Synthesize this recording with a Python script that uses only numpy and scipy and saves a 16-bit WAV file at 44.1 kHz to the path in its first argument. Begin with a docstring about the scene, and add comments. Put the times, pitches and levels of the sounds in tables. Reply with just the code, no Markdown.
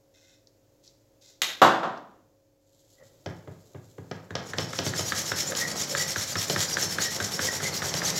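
"""A faint kitchen hum. Fingers rub and tick on a spice jar, a cupboard catch clicks and the wooden
door bangs shut. A wire whisk sinks into thick sauce, squeaks on a steel saucepan and bumps its floor;
the glass hob booms below. The whisk gathers speed and circles nearly five times a second. Each turn
clacks on the wall and scrapes twice as the wires stick and slip, while the sauce churns in wet pops."""
import sys
import numpy as np
from scipy import signal
from scipy.fft import rfft, irfft
from scipy.io import wavfile
from scipy.ndimage import uniform_filter1d, minimum_filter1d

SR = 44100
rng = np.random.default_rng(int(sys.argv[2]) if len(sys.argv) > 2 else 0)


def unload_wav(signal):
    """Save mono or channel-first audio to the path in sys.argv[1] as 16-bit WAV at rate SR, clipped to [-1, 1]."""
    wavfile.write(
        sys.argv[1],
        SR,
        np.round(np.clip(np.atleast_2d(signal).T, -1, 1) * 32767).astype(np.int16),
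    )


N = 361179
TIME_S = np.arange(N) / SR

# Level curves. Each row: time in seconds, relative level in dB.
HUM_NOISE_CURVE = [(0, -66.5), (1.5, -65), (1.8, -64.5), (2.6, -70), (3.2, -61.5), (8.19, -61)]
SWISH_CURVE = [(2.6, -76), (2.728, -67), (2.862, -68.5), (3.532, -69.5), (3.908, -69), (4.392, -71),
               (4.45, -56)]  # wires cutting slowly through the sauce
CHURN_CURVE = [(4.3, -54), (4.6, -46), (4.85, -47.5), (5.25, -42), (5.65, -38.5), (6.25, -44),
               (6.75, -39.5), (7.6, -38.5), (8.19, -35)]  # how hard the sauce is stirred

# Spectra. Each row: frequency in Hz, relative spectral density in dB.
HUM_SPECTRUM = [(25, -10), (50, -4), (75, -11.5), (100, 8), (200, -8.5), (320, -0.5), (430, -3.5),
                (550, -0.5), (750, -10.5), (1200, -19.5), (3000, -23.5), (7000, -18.5), (9000, -31),
                (12000, -24.5), (16000, -26.5)]
FINGER_SPECTRUM = [(710, -48), (1200, -21), (2300, -18.5), (3740, 0), (5530, 0), (7330, -1), (9210, -25),
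                   (11300, -14.5), (16000, -23.5)]
CATCH_SPECTRUM = [(60, -34), (200, -13), (900, -9), (1700, -2), (2500, -2.5), (3600, 3.5), (4800, -7.5),
                  (7200, -4), (9000, -21.5), (11500, -11.5), (16000, -26.5)]
DOOR_SPECTRUM = [(30, -50.5), (80, -36.5), (130, -9.5), (300, -3), (450, -7), (650, -0.5), (1250, 3),
                 (1700, -6.5), (2400, -16.5), (3500, -13.5), (5000, -23), (7500, -26), (9500, -42.5),
                 (11800, -36), (15000, -56.5)]
SWISH_SPECTRUM = [(1000, -25), (1700, -20), (2400, -20), (3200, -1), (4200, 2), (5600, -1), (7400, 6.5),
                  (8300, -7.5), (9300, -16), (11500, -3.5), (16000, -18)]
POP_SPECTRUM = [(50, -15.5), (90, 3), (170, 11), (260, 0.5), (400, 4), (560, 4), (800, 0), (1100, -1.5),
                (1800, -3.5), (2600, -11.5), (6000, -50)]
THUD_SPECTRUM = [(40, -35), (100, 7), (250, 1), (450, -11.5), (700, 3.5), (1000, -11), (1700, -5.5),
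                 (2300, -19.5), (3500, -15), (8000, -61), (16000, -56)]  # struck pan
PING_SPECTRUM = [(800, -36), (2500, 10), (4000, 9), (5900, 11), (7200, -5), (9000, -19), (12000, -25),
                 (16000, -22)]  # struck wires
HOB_SPECTRUM = [(40, -39.5), (70, -25.5), (100, 5), (170, -11), (240, -10), (400, -3.5), (1000, -19.5),
                (4000, -76)]
CLACK_SPECTRUM = [(600, -17.5), (1300, 0.5), (2000, -4.5), (2700, -16), (3700, -7.5), (5000, -22),
                  (7000, -17), (9000, -34), (16000, -37)]  # wire on the pan wall
SCRAPE_SPECTRUM = [(300, -8), (1000, -23), (2000, -1.5), (2600, -9.5), (3200, -3), (4800, -1.5), (5600, 2),
                   (6200, 0), (7100, -1), (8000, -7.5), (9000, -21.5), (16000, -63)]
FIZZ_SPECTRUM = [(4000, -43), (8000, -0.5), (9000, -7), (10500, 2), (11700, 5), (13000, -6), (16000, -6.5)]  # fine spray above the scrape

# Resonances. Each row: frequency in Hz, relative level in dB, T60 in seconds.
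JAR_MODES = [(1500, -4, .03), (2080, -1, .03), (2550, -3, .025), (3100, -3, .02), (3620, -1, .02),
             (4250, -1, .02), (5300, 1, .02)]
CATCH_MODES = [(1870, -3, 0.033), (2090, -3.5, .06), (3560, -0.5, 0.033), (3710, 2, 0.041),
               (4250, -8, 0.044), (6700, -4.5, .03)]
DOOR_MODES = [(178, -21, .5), (332.4, -11, 0.86), (542, -1.5, .36), (670, -4, 0.41), (762, 1, 0.44),
              (937, -9.5, .4), (1050, -9, 0.21), (1134, -0.5, .34), (1240, 0, 0.11), (1335, -5, 0.38),
              (1494, -16, .4)]
SPRING_MODES = [(2870, 2.5, .3), (3460, -2.5, .3), (3860, 0, .3), (11460, -5, .2), (11900, -9.5, .18)]  # spring of the catch
HOB_MODES = [(100, 0, .4), (138, -3, .25), (163, 1, .3), (195, -4, .2), (263, -7, .18)]
PAN_MODES = [(545, 0, .11), (610, -5, .08), (765, -6, .09), (918, -11, .08), (1255, -6, .08),
             (1660, -3, .13), (1900, -7, .08), (2050, -10, .06)]  # damped by the sauce
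WIRE_MODES = [(2990, 4.5, 0.036), (4400, -14, 0.037), (5400, 4.5, 0.016)]

# Appliance tones. Each row: frequency in Hz, level in dB.
HUM_TONES = [(49, -77.5), (99, -75.5), (296, -71.5), (544, -68)]
# Fingers on the jar. Each row: start in seconds, length in seconds, relative level in dB,
# offset of the glass ring in dB.
JAR_RUBS = [(0.134, .21, -61.5, -6), (0.826, .045, -56, -21), (1.208, .1, -53.5, -18)]
# Light ticks of the jar. Each row: start in seconds, relative level in dB.
JAR_TICKS = [(0.4714, -45), (0.8766, -40.5), (1.9747, -45)]
# Door hitting its frame, then rebounding. Each row: start in seconds, relative level in dB,
# rattle cutoff in Hz.
DOOR_BLOWS = [(1.617, 0, 18000), (1.832, -16, 3000)]
# Wire squeaks. Each row: centre in seconds, width in seconds, pitch in Hz, relative level in dB.
WIRE_SQUEAKS = [(3.014, .071, 1946, -60), (3.028, .06, 546, -49.5), (5.308, .053, 5400, -28.5),
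                (5.486, .04, 7050, -32), (5.522, 0.036, 534, -26.5), (5.634, .055, 1912, -28.5),
                (5.727, .053, 542.6, -36), (5.945, 0.083, 544, -32), (6.02, .076, 1950, -34),
                (6.388, .02, 5330, -24), (6.54, .035, 589, -38), (6.738, .025, 5560, -25),
                (7.081, .09, 1900, -38), (7.44, .04, 513, -34), (7.49, 0.031, 1904, -27.5),
                (7.664, 0.055, 2050, -33.5)]
# Whisk on the pan floor. Each row: start in seconds, relative level in dB, hob offset in dB,
# wire offset in dB.
FLOOR_BUMPS = [(3.26, -25, -9, -17), (3.474, -36.5, -4, -47), (3.746, -38.5, -3, -52),
               (3.981, -38, -2, -45), (4.112, -25, -15, -17), (4.352, -18.5, -26, -12),
               (4.583, -19.5, -14.5, -6.5), (4.788, -18.5, -14.5, -8), (4.864, -21.5, -10, -10),
               (4.992, -22, -14, -12), (5.55, -32.5, -23, 0), (6.497, -19, -12.5, -7.5),
               (6.827, -32.5, -8, -7), (7.939, -24, -37, -4.5)]
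# Whisk turns. Each row: start in seconds, relative clack level in dB, hob offset in dB,
# push delay in seconds, relative push level in dB, relative back-sweep level in dB.
WHISK_TURNS = [(4.305, -37, 1, 0.072, -65, -47), (4.533, -29, -8, 0.08, -39.5, -49),
               (4.731, -28.5, -12, 0.04, -38, -34.5), (4.935, -28, -14, 0.059, -31.5, -32.5),
               (5.12, -20, -17.5, 0.067, -28.5, -32.5), (5.317, -21, -15.5, 0.078, -28, -34.5),
               (5.5198, -28, -21, .077, -27.5, -34.5), (5.731, -46, 1, 0.073, -28.5, -34),
               (5.9488, -21.5, -22, 0.053, -28, -31), (6.1588, -23.5, -10.5, 0.05, -29.5, -32),
               (6.354, -21.5, -9, 0.059, -28.5, -29.5), (6.56, -21.5, -9, 0.056, -27, -31),
               (6.7679, -20.5, -22, 0.053, -26, -32), (6.983, -23, -16, 0.051, -27, -32),
               (7.2005, -21.5, -9, 0.047, -31.5, -31.5), (7.3911, -23.5, -9, 0.055, -27, -32.5),
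               (7.6011, -30, -20, 0.054, -28, -30.5), (7.8186, -24, -17, 0.05, -30, -31),
               (8.017, -26, -29, 0.058, -26.5, -30)]
# Singing wires. Each row: pitch in Hz, scatter in Hz.
WIRE_PITCHES = [(4600, 277), (5400, 113), (5600, 124), (5750, 413), (6400, 297), (7100, 173)]
FIZZ_PITCHES = [(10700, 3300), (11700, 1500), (13500, 1000)]
# Kitchen reverberation. Each row: frequency in Hz, T60 in seconds.
ROOM_DECAY = [(100, .7), (300, 0.72), (1000, 0.54), (2000, 0.48), (5000, 0.47), (8000, 0.32), (13000, 0.38)]


def amp(db):
    """Decibels to gain."""
    return 10 ** (np.asarray(db) / 20)


def unit(x):
    """Scale to rms 1."""
    return x / np.sqrt(np.mean(x ** 2) + 1e-20)


def lookup(rows, hz):
    """Interpolate a table over log frequency."""
    row_hz, value = np.transpose(rows)
    return np.interp(np.log(hz + 1), np.log(row_hz + 1), value)


def envelope(curve):
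    """Level curve as gain, silent outside its span."""
    time_s, db = np.transpose(curve)
    return amp(np.interp(TIME_S, time_s, db, left=-200, right=-200))


def add(mix, start_s, sound):
    """Mix a sound in place."""
    part = mix[max(round(start_s * SR), 0):][:len(sound)]
    part += sound[:len(part)]


def through(x, response):
    """Convolve with the response scaled to energy 1; keep the input length."""
    return signal.oaconvolve(x, response / np.linalg.norm(response))[:len(x)]


def colour(x, spectrum, size=4096):
    """Minimum-phase filter with the shape of the spectrum."""
    log_gain = np.log(amp(lookup(spectrum, abs(np.fft.fftfreq(size, 1 / SR)))))
    response = np.fft.ifft(np.exp(np.conj(signal.hilbert(log_gain)))).real
    return through(x, response[:size // 2])


def ring(x, modes):
    """Drive damped modes; little radiates below the lowest."""
    t = TIME_S[:SR]
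    response = sum(amp(db - 60 * t / t60_s) * np.sin(2 * np.pi * hz * t) * rng.choice([-1, 1])
                   for hz, db, t60_s in modes)
    highpass = signal.butter(2, modes[0][0] / 2, "high", fs=SR, output="sos")
    return through(x, signal.sosfilt(highpass, response))


def chatter(t60_s, size=16384):
    """A contact breaks into a dying burst of small impacts; flat spectrum, energy 1."""
    t = TIME_S[:size]
    burst = rng.standard_normal(size) * amp(-60 * t / t60_s)
    for _ in range(2):
        bins = rfft(burst)
        burst = irfft(bins / (abs(bins) + 1e-9)) * np.exp(-(t / t60_s) ** 2)
    return burst / np.linalg.norm(burst)


def drift(per_s):
    """Random wander, rms 1."""
    knots = rng.standard_normal(N // 64)
    return unit(np.interp(TIME_S * per_s, np.arange(len(knots)), knots))


def grit(per_s, spread_db):
    """Random tiny impacts of uneven size, rms 1."""
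    size = amp(spread_db * np.minimum(rng.exponential(1, N), 4))
    return unit(size * rng.choice([-1, 1], N) * (rng.random(N) < per_s / SR))


def room(x, wet_db, echoes_per_s=4000):
    """Add dense kitchen reflections, each band dying at its own rate."""
    echoes = rng.standard_normal(SR) * (rng.random(SR) < echoes_per_s / SR)
    hz, t, bands = signal.stft(echoes, SR, nperseg=256)
    decay = amp(-60 * t / lookup(ROOM_DECAY, hz)[:, None])
    tail = signal.istft(bands * decay, SR, nperseg=256)[1][:SR]
    tail *= np.clip((TIME_S[:SR] - .003) / .0051, 0, 1)
    return x + amp(wet_db) * through(x, tail)


def hum():
    """A faint appliance: soft noise and wavering tones."""
    noise = envelope(HUM_NOISE_CURVE) * colour(rng.standard_normal(N), HUM_SPECTRUM)
    return noise + sum(amp(db) * np.sin(2 * np.pi * hz * TIME_S + .76 * drift(per_s=2.6))
                       for hz, db in HUM_TONES)


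def spice_jar(attack_s=.015, release_s=.04):
    """Fingers rasp over the jar and ring the glass; a few light ticks."""
    pressure = amp(-84) * (TIME_S < DOOR_BLOWS[0][0])  # hand rustle between rubs
    on_glass, ticks = np.zeros((2, N))
    t = TIME_S[:SR]
    for start_s, length_s, db, ring_db in JAR_RUBS:
        press = amp(db) * np.minimum(t / attack_s, 1) * np.exp(-np.maximum(t - length_s, 0) / release_s)
        add(pressure, start_s, press)
        add(on_glass, start_s, amp(ring_db) * press)
    rasp = grit(per_s=1700, spread_db=-.5)
    rub = amp(-4.5) * colour(rasp * pressure, FINGER_SPECTRUM) + ring(rasp * on_glass, JAR_MODES)
    for start_s, db in JAR_TICKS:
        add(ticks, start_s, amp(db) * chatter(t60_s=.029))
    ticks = signal.sosfilt(signal.butter(4, [3900, 6200], "band", fs=SR, output="sos"), ticks)
    return room(rub, wet_db=-11.5) + room(amp(23.5) * ticks, wet_db=-10)


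def cupboard(catch_s=1.4185):
    """The catch clicks; the door bangs and rattles in its frame, ringing the catch spring."""
    catch, rattle, strike = np.zeros((3, N))
    add(catch, catch_s, chatter(t60_s=.036))
    for start_s, db, cutoff_hz in DOOR_BLOWS:
        lowpass = signal.butter(1, cutoff_hz, fs=SR)
        add(rattle, start_s, amp(db) * signal.lfilter(*lowpass, chatter(t60_s=.21)))
        add(strike, start_s, amp([db]))
    click = amp(5.5) * colour(catch, CATCH_SPECTRUM) + amp(-4) * ring(catch, CATCH_MODES)
    panel = amp(18.5) * ring(strike, DOOR_MODES)
    spring = amp(1.5) * ring(strike ** 2, SPRING_MODES)  # only a hard blow shakes it
    bang = amp(19.5) * colour(rattle, DOOR_SPECTRUM)
    return room(click, wet_db=0) + room(bang, wet_db=-3) + panel + spring


def churning(gulp_s=3.03, gulp_width_s=.045, surge_db=4, slop_db=-15.5, settle_s=.057):
    """Sauce motion: a gulp as the whisk sinks, a slop per bump, stirring that surges each turn."""
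    surge, slop = np.zeros((2, N))
    settle = np.exp(-TIME_S[:SR] / settle_s)
    for start_s, *_ in WHISK_TURNS:
        add(surge, start_s, settle)
    for start_s, db, *_ in FLOOR_BUMPS:
        add(slop, start_s, amp(db + slop_db) * settle)
    gulp = amp(-64) * np.exp(-((TIME_S - gulp_s) / gulp_width_s) ** 2)
    return gulp + np.hypot(envelope(CHURN_CURVE) * amp(surge_db * surge), slop)


def sauce():
    """Wires swish through thick sauce; churning makes wet pops and shakes the pan on the hob."""
    churn = churning()
    pops = colour(grit(per_s=900, spread_db=4) * churn, POP_SPECTRUM)
    tremble = ring(grit(per_s=400, spread_db=1) * churn, HOB_MODES)
    cutting = grit(per_s=2000, spread_db=3.5) * envelope(SWISH_CURVE)
    flicker = unit(amp(4 * np.clip(drift(per_s=60), -2, 2)))
    swish = colour(cutting * flicker, SWISH_SPECTRUM)
    return amp(-2.5) * pops + amp(-19) * tremble + amp(-1.5) * swish


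def squeaks(waver_depth=.028, bite_db=5.5):
    """A wire sticks and slips; the pan sings in short, broken tones."""
    out = np.zeros(N)
    waver = waver_depth * drift(per_s=330)
    bite = unit(amp(bite_db * np.clip(drift(per_s=190), -2, 1.5)))
    for centre_s, width_s, hz, db in WIRE_SQUEAKS:
        near = abs(TIME_S - centre_s) < width_s
        swell = np.exp(-(2 * (TIME_S[near] - centre_s) / width_s) ** 2)
        phase = 2 * np.pi * np.cumsum(hz * (1 + waver[near])) / SR
        out[near] += amp(db) * swell * np.sin(phase)
    return out * bite


def bumps(floor_hz=480, damped_s=.011):
    """The whisk hits the pan floor: a hollow thud and a wire ping; pan and hob ring on."""
    thud, boom, ping, hollow = np.zeros((4, N))
    t = TIME_S[:int(damped_s * SR)]
    floor_tone = np.sin(2 * np.pi * floor_hz * t) * (1 - t / t[-1])  # damped by the sauce
    for start_s, db, hob_db, wire_db in FLOOR_BUMPS:
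        add(thud, start_s + .001096, amp(db) * chatter(t60_s=.029))
        add(boom, start_s + .0025, amp(db + hob_db) * chatter(t60_s=.052))
        add(ping, start_s + .001, amp(db + wire_db) * chatter(t60_s=.015))
        add(hollow, start_s, amp(db) * floor_tone)
    wires = amp(23.5) * colour(ping, PING_SPECTRUM) + amp(16.5) * ring(ping, WIRE_MODES)
    pan = amp(14.5) * colour(thud, THUD_SPECTRUM) + amp(11.5) * ring(thud, PAN_MODES)
    return amp(-9) * hollow + pan + amp(29) * hob(boom) + wires


def hob(blows):
    """The glass top under the pan booms and rings low."""
    return colour(blows, HOB_SPECTRUM) + amp(-1.5) * ring(blows, HOB_MODES)


def clacks():
    """The sauce-damped wall answers each blow with a few falling cycles; pan and hob ring on."""
    blows, boom, wall = np.zeros((3, N))
    chirps = rng.uniform([.0042, 1800, 1400], [.0056, 2000, 1550], (len(WHISK_TURNS), 3))
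    for (start_s, db, hob_db, *_), (length_s, top_hz, end_hz) in zip(WHISK_TURNS, chirps):
        phase = 2 * np.pi * np.cumsum(np.linspace(top_hz, end_hz, int(length_s * SR))) / SR
        add(wall, start_s + .0007, amp(db) * signal.windows.tukey(len(phase), .5) * np.sin(phase))
        add(blows, start_s + .001256, amp(db) * chatter(t60_s=.039))
        add(boom, start_s + .0033, amp(db + hob_db) * chatter(t60_s=.045))
    rattle = amp(7) * colour(blows, THUD_SPECTRUM) + amp(19.5) * colour(blows, CLACK_SPECTRUM)
    return amp(-.5) * wall + rattle + amp(10.5) * ring(blows, PAN_MODES) + amp(25) * hob(boom)


def strokes(push_width_s=.08, back_width_s=.068, back_lag_turns=.49):
    """Scrape and fizz envelopes: a push across the floor and a sweep back in each turn."""
    rub_power, fizz_power = np.zeros((2, N))
    periods_s = np.diff([turn[0] for turn in WHISK_TURNS])
    periods_s = np.append(periods_s, periods_s.max())
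    for (start_s, _, _, delay_s, push_db, back_db), period_s in zip(WHISK_TURNS, periods_s):
        push = (start_s + delay_s, push_width_s, push_db, -16.5)
        back = (start_s + delay_s + back_lag_turns * period_s, back_width_s, back_db, -15)
        for centre_s, width_s, db, fizz_db in (push, back):
            swell = np.exp(-abs(np.linspace(-2, 2, int(2 * width_s * SR))) ** 3)
            add(rub_power, centre_s - width_s, (amp(db) * swell) ** 2)
            add(fizz_power, centre_s - width_s, (amp(db + fizz_db) * swell) ** 2)
    return np.sqrt(rub_power), np.sqrt(fizz_power)


def wire_pings(pitches, per_s, spread_db):
    """Single wires sing briefly, each with its own pitch, length and size; rms 1."""
    out = np.zeros(N)
    count = int(per_s * N / SR)
    for (when, which, length, size), stray in zip(rng.random((count, 4)), rng.standard_normal(count)):
        hz, scatter_hz = pitches[int(which * len(pitches))]
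        t = TIME_S[:int(SR * (.005 + .018 * length))]
        tone = np.sin(2 * np.pi * (hz + scatter_hz * stray) * t)
        add(out, when * N / SR, amp(spread_db * size) * np.hanning(len(t)) * tone)
    return unit(out)


def scrape():
    """Wires catch on the steel in tiny slips, hissing and singing; the pan rings under them."""
    rub, fizz = strokes()
    slips = unit(grit(per_s=6400, spread_db=3) * amp(1.9 * drift(per_s=170)))
    pressure = rub / amp(-28)
    hiss = colour(slips * pressure ** .89, SCRAPE_SPECTRUM)
    singing = .75 * pressure ** .85 * wire_pings(WIRE_PITCHES, per_s=240, spread_db=20)
    spray = colour(slips * fizz, FIZZ_SPECTRUM)
    spray += .6 * fizz * wire_pings(FIZZ_PITCHES, per_s=500, spread_db=14)
    return amp(-31) * (hiss + singing) + amp(2.44) * spray + amp(-19.5) * ring(slips * rub, PAN_MODES)


def scene():
    """All sources in one kitchen, mono."""
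    stirring = room(scrape(), wet_db=-7) + room(squeaks(), wet_db=-9) + room(sauce(), wet_db=-4)
    blows = room(bumps(), wet_db=-5.5) + room(clacks(), wet_db=-7) + cupboard()
    highpass = signal.butter(5, 74, "high", fs=SR, output="sos")  # small objects radiate little bass
    return (signal.sosfilt(highpass, stirring + blows) + spice_jar() + hum())[None]


def record(dry):
    """Peak limiter, then low-pass."""
    ceiling, window_samples, cutoff_hz = .98, 400, 15900
    gain = ceiling / np.maximum(abs(dry), ceiling)
    gain = uniform_filter1d(minimum_filter1d(gain, window_samples), window_samples)
    lowpass = signal.firwin(511, cutoff_hz, window=("kaiser", 9), fs=SR)
    return signal.oaconvolve(dry * gain, lowpass[None], "same")


dry = scene()
out = record(dry)
unload_wav(out)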